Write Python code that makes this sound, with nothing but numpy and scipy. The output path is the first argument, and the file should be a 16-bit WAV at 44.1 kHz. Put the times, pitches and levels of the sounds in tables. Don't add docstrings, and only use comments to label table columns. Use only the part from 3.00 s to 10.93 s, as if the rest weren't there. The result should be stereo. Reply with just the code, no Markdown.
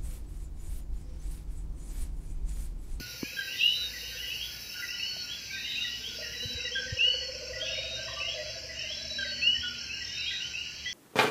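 import sys
import numpy as np
from scipy import signal
from scipy.fft import rfft, irfft, next_fast_len
from scipy.io import wavfile
from scipy.ndimage import uniform_filter1d

SR = 44100
rng = np.random.default_rng(int(sys.argv[2]) if len(sys.argv) > 2 else 0)


def how_loud(loudness_db):
    steps = np.asarray(loudness_db, float) / 20
    return 10 ** steps


def log_audio(samples):
    frames = np.atleast_2d(samples).T
    limited = np.clip(frames, -1, 1)
    pcm = np.round(limited * 32767).astype(np.int16)
    wavfile.write(sys.argv[1], SR, pcm)


N = 349713
T = np.arange(N) / SR


def evened(x):
    return x / np.sqrt(np.mean(x ** 2) + 1e-20)


def read(points, hz):
    f, value = np.transpose(points)
    return np.interp(np.log(hz + 1), np.log(f + 1), value)


def panned(pan_db):
    return how_loud([[pan_db / 2], [-pan_db / 2]])


def add(mix, s, sound, pan_db):
    part = mix[:, max(round(s * SR), 0):][:, :len(sound)]
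    part += sound[:part.shape[1]] * panned(pan_db)


def drift(count, hz):
    at = np.arange(0, count + 32, 32)
    rates = hz * rng.uniform(0.2024, 1, 6)
    slow = sum(np.sin(2 * np.pi * (rate * at / SR + rng.random())) for rate in rates)
    return np.interp(np.arange(count), at, slow) / np.sqrt(3)


def tone(hz):
    return np.sqrt(2) * np.sin(2 * np.pi * (np.cumsum(hz) / SR + rng.random()))


def foliage(x, t60):
    taps = np.zeros((2, SR))
    at = np.arange(200, SR - 40, 40) + rng.integers(0, 40, (2, (SR - 201) // 40))
    np.put_along_axis(taps, at, rng.choice([-1., 1.], at.shape), 1)
    taps *= how_loud(-60 * np.arange(SR) / SR / t60)
    taps /= np.linalg.norm(taps[0])
    size = next_fast_len(N + SR, real=True)
    return irfft(rfft(x, size) * rfft(taps, size), size)[:, :N]


# f/Hz, left-right likeness [0-1]
LIKENESS = [(60, 1), (700, 0.75), (1400, 0.084), (4000, 0.34), (9000, 0.055)]


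def hiss(spectrum, patchy_db, pan_db):
    frames, hz = N // 256 + 5, np.fft.rfftfreq(1024, 1 / SR)
    a, b, c, d, patches = rng.standard_normal((frames, 513, 5)).T
    patches = uniform_filter1d(patches, size=6, axis=0)
    patches = evened(uniform_filter1d(patches, size=20, axis=1))
    same = np.clip(read(LIKENESS, hz), -1, 1)[:, None]
    left = a + 1j * b
    right = same * left + np.sqrt(1 - same ** 2) * (c + 1j * d)
    z = np.array([left, right]) * how_loud(read(spectrum, hz)[:, None] + patchy_db * patches)
    noise = signal.istft(z, nperseg=1024, noverlap=768)[1][:, :N]
    return evened(noise) * panned(pan_db)


# f/Hz, level/dB per Hz
AIR_SPECTRUM = [(20, -35), (40, -32), (75, -6.5), (300, -15.5), (750, -22), (1250, -24.5), (2800, -5.5),
                (3400, -20.5), (4500, -52)]


def night_air():
    return how_loud(-47.5) * hiss(AIR_SPECTRUM, patchy_db=0.5, pan_db=-2.5)


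# f/Hz, level/dB per Hz
INSECT_SPECTRUM = [(3300, -36), (3800, -26), (4200, -7), (5370, -4.5), (6250, -8), (6650, -26), (7450, -17),
                   (7900, -32.5), (9600, -38.5), (11200, -31.5), (13600, -35.5), (14300, -44), (15900, -38)]


def distant_insects():
    return how_loud(-42.5) * hiss(INSECT_SPECTRUM, patchy_db=2.5, pan_db=-1.5)


# t/s, low order level/dB, middle order level/dB, low order f/Hz
MACHINE_HUM = [
    (0, -50, -52.5, 58),
    (.6, -75, -82, 58),
    (.85, -52, -71, 58),
    (1.5, -55.5, -64, 58),
    (1.8, -65.5, -71.5, 58),
    (3.4, -55.5, -64, 64),
    (4.2, -54, -90, 65),
    (4.6, -53, -55, 67),
    (7.9, -58.5, -68.5, 73),
]
# middle t/s, half length/s, level/dB
MACHINE_LOAD = [
    (3, 0.54, -63.5),
    (3.492, 0.074, -55.5),
    (3.82, 0.11, -59.5),
    (6.452, 0.49, -56.5),
]


def machinery():
    s, low_db, mid_db, low_hz = np.transpose(MACHINE_HUM)
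    load = sum(how_loud(db) * np.exp(-((T - at) / half) ** 4) for at, half, db in MACHINE_LOAD)
    lines = [(np.interp(T, s, low_hz), how_loud(np.interp(T, s, low_db))),
             (118, how_loud(np.interp(T, s, mid_db))),
             (241, load)]
    hum = np.zeros(N)
    for hz, level in lines:
        waver = how_loud(2.2 * drift(N, hz=15.0))
        hum += level * waver * tone(hz * (1 + 0.0087 * drift(N, hz=9.0)))
    return hum * how_loud([[-3.1], [1.7]])


# t/s, length/s, level/dB, voice f/Hz, strongest throat f/Hz
DOG_YAPS = [
    (3.179, 0.027, -44, 100.5, 570),
    (5.077, 0.017, -44, 100.4, 1056),
    (5.155, 0.043, -44, 114.4, 1106),
    (5.329, 0.085, -39, 99.8, 582),
]


def dog():
    out = np.zeros((2, N))
    for s, length, db, voice_hz, throat_hz in DOG_YAPS:
        t = np.linspace(0, 1, round(length * SR))
        voice = np.zeros(len(t))
        for k in range(3, 13):
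            throat = 1 / (1 + ((k * voice_hz - throat_hz) / 55) ** 4)
            voice += throat * tone(k * voice_hz * (1 + 0.02 * np.sin(np.pi * t)))
        add(out, s, how_loud(db) * evened(voice) * np.hanning(len(t)), -1.5)
    middle, side = foliage(out, t60=0.39)
    return out + how_loud(3.0) * (middle + .35 * side * [[1], [-1]])


# t/s, level/dB, f/Hz
TOAD_TRILLS = [
    [(.05, -63, 517), (1.4, -64.5, 487.6)],
    [(2.88, -62, 431), (3.5, -55, 493.7), (4.2, -48, 512), (4.6, -48, 521.6), (5.1, -54, 546),
     (5.8, -57, 518)],
    [(4.3, -52.5, 577), (4.65, -47, 629), (5, -50, 636.5), (5.4, -54, 663), (5.8, -54, 635),
     (6.25, -52, 594), (6.65, -68, 555)],
]
# t/s, beats so far
TOAD_BEATS = [
    [(.07, 0), (1.403, 21)],
    [(2.927, 0), (4.565, 23), (5.85, 41)],
    [(4.333, 0), (5.484, 16), (6.246, 27), (6.66, 33)],
]


def toads():
    out = np.zeros((2, N))
    for trill, beats in zip(TOAD_TRILLS, TOAD_BEATS):
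        s, db, hz = np.transpose(trill)
        t = np.arange(s[0], s[-1], 1 / SR)
        beat = np.interp(t, *np.transpose(beats)) % 1
        gate = np.exp(-((beat - .2) / 0.2) ** 2) + 0.58 * np.exp(-((beat - .68) / 0.11) ** 2)
        voice = tone(np.interp(t, s, hz) * (1 + 0.023 * drift(len(t), hz=30.3)))
        voice = voice + 0.1 * voice ** 2
        level = how_loud(np.interp(t, s, db) + 2.8 * drift(len(t), hz=24.95))
        add(out, s[0], level * evened(gate) * voice * signal.windows.tukey(len(t), .08), -1.5)
    return out + how_loud(-12) * foliage(out, t60=.4)


# f/Hz, level/dB per Hz
KATYDID_SPECTRUM = [(4530, -44), (7700, -49), (7910, -42), (8250, -1.5), (11300, 18), (14200, 15.5),
                    (15100, 20.5), (15800, -1)]
# t/s, level/dB
KATYDID_LEVEL = [
    (0, -50.5),
    (1.88, -50),
    (1.92, -57),
    (3.54, -57.5),
    (3.57, -76),
]


def katydid():
    throb_hz = 11.2 + .3 * drift(N, hz=1.5)
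    throb = 1 + .15 * np.sin(2 * np.pi * np.cumsum(throb_hz) / SR)
    level = how_loud(np.interp(T, *np.transpose(KATYDID_LEVEL)))
    return level * throb * hiss(KATYDID_SPECTRUM, patchy_db=.6, pan_db=2.5)


# t/s, level/dB, rhythm (x a stroke, . a rest)
CRICKET_PHRASES = [
    (.739, -49, "xx"),
    (1.543, -42, "x..x..xx.xx..xxx.xxxx..x..xx"),
    (3.092, -42, "x..xx.xx...x....xx..xxxxxx.xx..x.xxx..x"),
    (4.326, -42.5, "xxx..xx..xx..xxxxxx.x"),
    (5.033, -41.5, "xx..x.xx.xxxx.....x..x"),
    (5.795, -40, "xx..xxxx.xxxxxxxx"),
    (6.476, -39.5, "x..xxx..xx..xxxx..xxxxxxxxxxx"),
]


def cricket():
    strokes_per_s = 38.3
    out, t = np.zeros((2, N)), np.linspace(0, 1, round(.022 * SR))
    for s, db, rhythm in CRICKET_PHRASES:
        for k, beat in enumerate(rhythm):
            if beat == "x":
                stroke = np.hanning(len(t)) * tone(5540 - 240 * t)
                level = how_loud(db - 0.1 + rng.standard_normal())
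                add(out, s + k / strokes_per_s - .011, level * stroke, -5.5)
    return out + how_loud(-6) * foliage(out, t60=.15)


# t/s, peak level/dB, ring f/Hz, t60/s
HOUSING_BUMPS = [
    (.006, -24.5, 236, 0.011),
    (0.2304, -19.5, 272, 0.018),
    (.229, -42, 1060, .015),
    (2.165, -45, 670, 0.033),
    (3.453, -31, 111, 0.06),
    (3.548, -37.5, 89.7, 0.095),
    (3.923, -25, 101.4, 0.055),
    (6.583, -37.5, 89.3, 0.062),
]


def bumps():
    out, t = np.zeros((2, N)), np.arange(0, .08, 1 / SR)
    for s, db, hz, t60 in HOUSING_BUMPS:
        ring = np.sin(2 * np.pi * hz * t * (1 - 1.9 * t)) * np.clip(t * hz * 1.6, 0, 1)
        add(out, s, -how_loud(db + 6.0 - 60 * t / t60) * ring, -3)
    return out


WHISTLE_VOICES = [
    ((3665, 3785, 3, 5), [(.5, .41, -41), (2.49, .41, -41.5), (4.57, .43, -42.5), (7.03, .41, -43)]),
    ((4428, 4400, -7, 0), [(1.96, .3, -41.5), (4.02, .3, -41), (6.19, .31, -41)]),
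    ((3960, 3960, 3, 0), [(.57, .32, -38.7), (2.51, .44, -45.9), (5.28, .32, -52.8), (5.96, .08, -43.6), (0, .2, -55), (.93, .28, -55), (7.13, .32, -44.4)]),
    ((3945, 3885, 6, 0), [(.28, .27, -50.4), (3.31, .39, -41.5), (4.85, .37, -50.9), (6.06, .27, -41.4)]),
    ((3449, 3389, 3, 0), [(2.5, .7, -56.6)]),
    ((3700, 3800, 0, 0), [(0, .22, -56), (.93, .27, -51), (2.9, .3, -55), (5.7, .25, -57)]),
]


def whistlers():
    out = np.zeros((2, N))
    far = []
    for s, u, v in rng.random((70, 3)):
        hz = 3830 + 1100 * v ** 2
        far.append(((hz, hz + 10, -2, 0), [(s * N / SR, .3, -55 - 6 * u)]))
    for (hz0, hz1, pan_db, swell_db), tones in WHISTLE_VOICES + far:
        for s, length, db in tones:
            t = np.linspace(0, 1, round(length * SR))
            breath = np.clip(np.minimum(t / .3, (1 - t) * length / .035), 0, 1)
            level = how_loud(db + swell_db * (2 * t - 1) + 2.6 * drift(len(t), hz=18))
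            hz = hz0 + (hz1 - hz0) * t + 30 * np.sin(np.pi * t) - 70 * t ** 10
            hz = hz + 6 * drift(len(t), hz=13.84)
            add(out, s, breath * level * tone(hz - 15), pan_db)
    return out + how_loud(-12.5) * foliage(out, t60=0.78)


def note(db, hz0, hz1, length, bend, rise, fall):
    haste = max(hz0 / 2650, .9 if hz1 > 1.1 * hz0 else 1) ** 3
    swell_db = max(db + 37, 0) * (hz1 > hz0)
    span = length * (1.4359 + swell_db / 20) / haste
    t = np.arange(0, span, 1 / SR)
    hz = hz1 + (hz0 - hz1) * np.exp(-t * haste / (1.2 * bend))
    hz = hz * (1 + 0.0071 * drift(len(t), hz=48.5))
    shape = np.clip(t / rise, 0, 1) * np.clip((1 - t / span) * length / fall, 0, 1)
    level = how_loud(db - 0.85 * swell_db * np.exp(-(t / 0.023) ** 2) + 2.7 * drift(len(t), hz=61.3))
    return level * shape * tone(hz)


# t/s, low note level/dB, whistle level/dB
NEAR_FROG = [
    (0.369, -34, -25),
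    (3.753, -33, -24.5),
    (6.186, -33, -25),
]
# start f/Hz, goal f/Hz, left-right/dB
NEAR_LOW_NOTE = (1628, 1532, -2.7)
NEAR_WHISTLE = (2516, 3015, 5)
LOW_FROGS = [
    ((1605, 1535, -7.5), [(1.086, -53), (1.756, -47), (2.51, -44), (3.983, -52.5), (4.961, -44.5), (6.805, -51.5), (6.936, -55), (7.303, -46)]),
    ((1480, 1400, -19.5), [(0, -52), (1.74, -47), (2.2, -61), (4.55, -54.5), (6.625, -43)]),
]
SHORT_NOTE_FROGS = [
    ((2010, 1850, -7), [(.411, -42.5), (.938, -38), (1.22, -44.5), (1.824, -37.5), (2.842, -38), (3.652, -36.5), (5.691, -42.5), (6.246, -40), (7.008, -39), (7.311, -38.5), (7.858, -37)]),
    ((1935, 1750, -12.5), [(1.101, -46.5), (2.562, -43), (3.225, -42), (3.879, -40), (5.076, -43.5), (5.791, -47), (6.545, -41)]),
    ((2050, 1825, -11.5), [(.539, -43), (2.666, -46), (3.336, -42), (5.376, -42)]),
                    ((1950, 1980, -12), [(1.824, -44), (1.95, -43.5), (4.03, -48), (4.2, -47), (4.534, -38), (4.653, -51.5), (6.378, -43.5)]),
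    ((2110, 2080, -16.5), [(2.658, -45), (3.56, -48), (5.228, -49), (5.843, -49)]),
]
RISING_FROGS = [
    ((2230, 2700, -5), [(.22, -42.5), (2.502, -42), (4.753, -41), (7.224, -40.5)]),
    ((2520, 2980, -2.4), [(1.305, -37), (2.694, -43), (2.758, -33.5), (3.584, -39.5), (4.669, -35.5), (5.204, -33.5), (5.46, -49), (5.791, -40), (6.896, -37), (7.176, -37), (7.539, -34)]),
    ((2615, 3080, -2.5), [(.479, -38.5), (1.169, -38), (1.7, -45), (1.888, -37.5), (1.999, -33.5), (3.241, -43)]),
                ((2725, 3160, -1), [(1.01, -42.5), (2.646, -38.5), (3.396, -37.5), (5.755, -39.5), (6.298, -41), (7.088, -41), (7.403, -35.5)]),
    ((2840, 3020, -1.8), [(.591, -34), (1.277, -37), (2.897, -39), (3.971, -35.5), (4.127, -37), (4.661, -37.5), (5.168, -38.5), (6.633, -36)]),
    ((3000, 3475, 0), [(.583, -37), (1.401, -36.5), (2.291, -36), (3.041, -36.5), (3.72, -34.5), (4.602, -33), (5.276, -37), (5.891, -35.5), (6.6, -35.5), (7.26, -34.5), (7.85, -36)]),
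]
# length/s, bend/s, rise/s, fall/s, echo level/dB
NOTE_SHAPES = [
    (0.085, 0.038, 0.0044, 0.063, -1),
    (0.035, 0.026, 0.0032, 0.026, -1.5),
    (.075, .036, 0.00067, 0.051, 0.5),
]
# level/dB, lowest f/Hz, glide ratio
FAR_CROWD = [
    (-58, 1430, .96),
    (-54.5, 2000, 1.4),
    (-49.5, 2450, 1.14),
]


def tree_frogs():
    straight, thickets = np.zeros((2, N)), np.zeros((4, 2, N))
    low, short, rising = [[(s, db, *voice) for voice, notes in voices for s, db in notes]
                          for voices in (LOW_FROGS, SHORT_NOTE_FROGS, RISING_FROGS)]
    low_hz0, low_hz1, _ = NEAR_LOW_NOTE
    for s, low_db, rise_db in NEAR_FROG:
        low.append((s, low_db, *NEAR_LOW_NOTE))
        low.append((s, low_db - 3.5, 2 * low_hz0, 2 * low_hz1, 2))
        rising.append((s + .233, rise_db, *NEAR_WHISTLE))
    far = rng.random((390, 4))
    for k, (rows, (far_db, lowest_hz, glide)) in enumerate(zip((low, short, rising), FAR_CROWD)):
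        crowd = []
        for s, u, v, w in far[k::3]:
            hz = lowest_hz * (1 + v / 4)
            crowd.append((.2 + s * (N / SR - .21), far_db - 7 * u, hz, hz * glide, 8 * w - 5))
        *shape, echo_db = NOTE_SHAPES[k]
        for i, (s, db, hz0, hz1, pan_db) in enumerate(rows + crowd):
            sound = note(db, hz0, hz1, *shape)
            add(straight, s - .002, sound * how_loud(.4 * (db + 28)), pan_db)
            add(thickets[i % 4], s - .002, sound * how_loud(echo_db - .3 * (db + 42)), .6 * pan_db)
    return straight + how_loud(1.0) * sum(foliage(x, t60=0.5) for x in thickets)


def scene():
    background = night_air() + distant_insects() + machinery() + dog()
    singers = toads() + katydid() + cricket() + whistlers() + tree_frogs()
    return background + bumps() + singers


def top_cut(x):
    return signal.sosfilt(signal.butter(12, 15920, fs=SR, output="sos"), x)


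# f/Hz, level/dB under the neighbourhood
MASKING = [(1300, -40), (1750, -14), (2000, -24), (2250, -17), (2600, -28), (3600, -15), (6700, -10),
           (9000, -3.5), (11000, -7)]
# f/Hz, level/dB per bin
HEARING_FLOOR = [(7000, -125), (8000, -99), (11000, -102), (13500, -101), (15000, -96)]


def record(dry):
    hz, _, z = signal.stft(dry, SR, nperseg=2048, noverlap=1536)
    power = uniform_filter1d((abs(z) ** 2).mean(0), size=5, axis=1)
    masked = uniform_filter1d(power, size=70, axis=0) * how_loud(2 * read(MASKING, hz))[:, None]
    floor = how_loud(2 * read(HEARING_FLOOR, hz))[:, None]
    heard = uniform_filter1d(power, size=3, axis=0) > masked + floor
    mix = signal.istft(z * heard, SR, nperseg=2048, noverlap=1536)[1][:, :N]
    return top_cut(mix)


dry = scene()
out = record(dry)
log_audio(out)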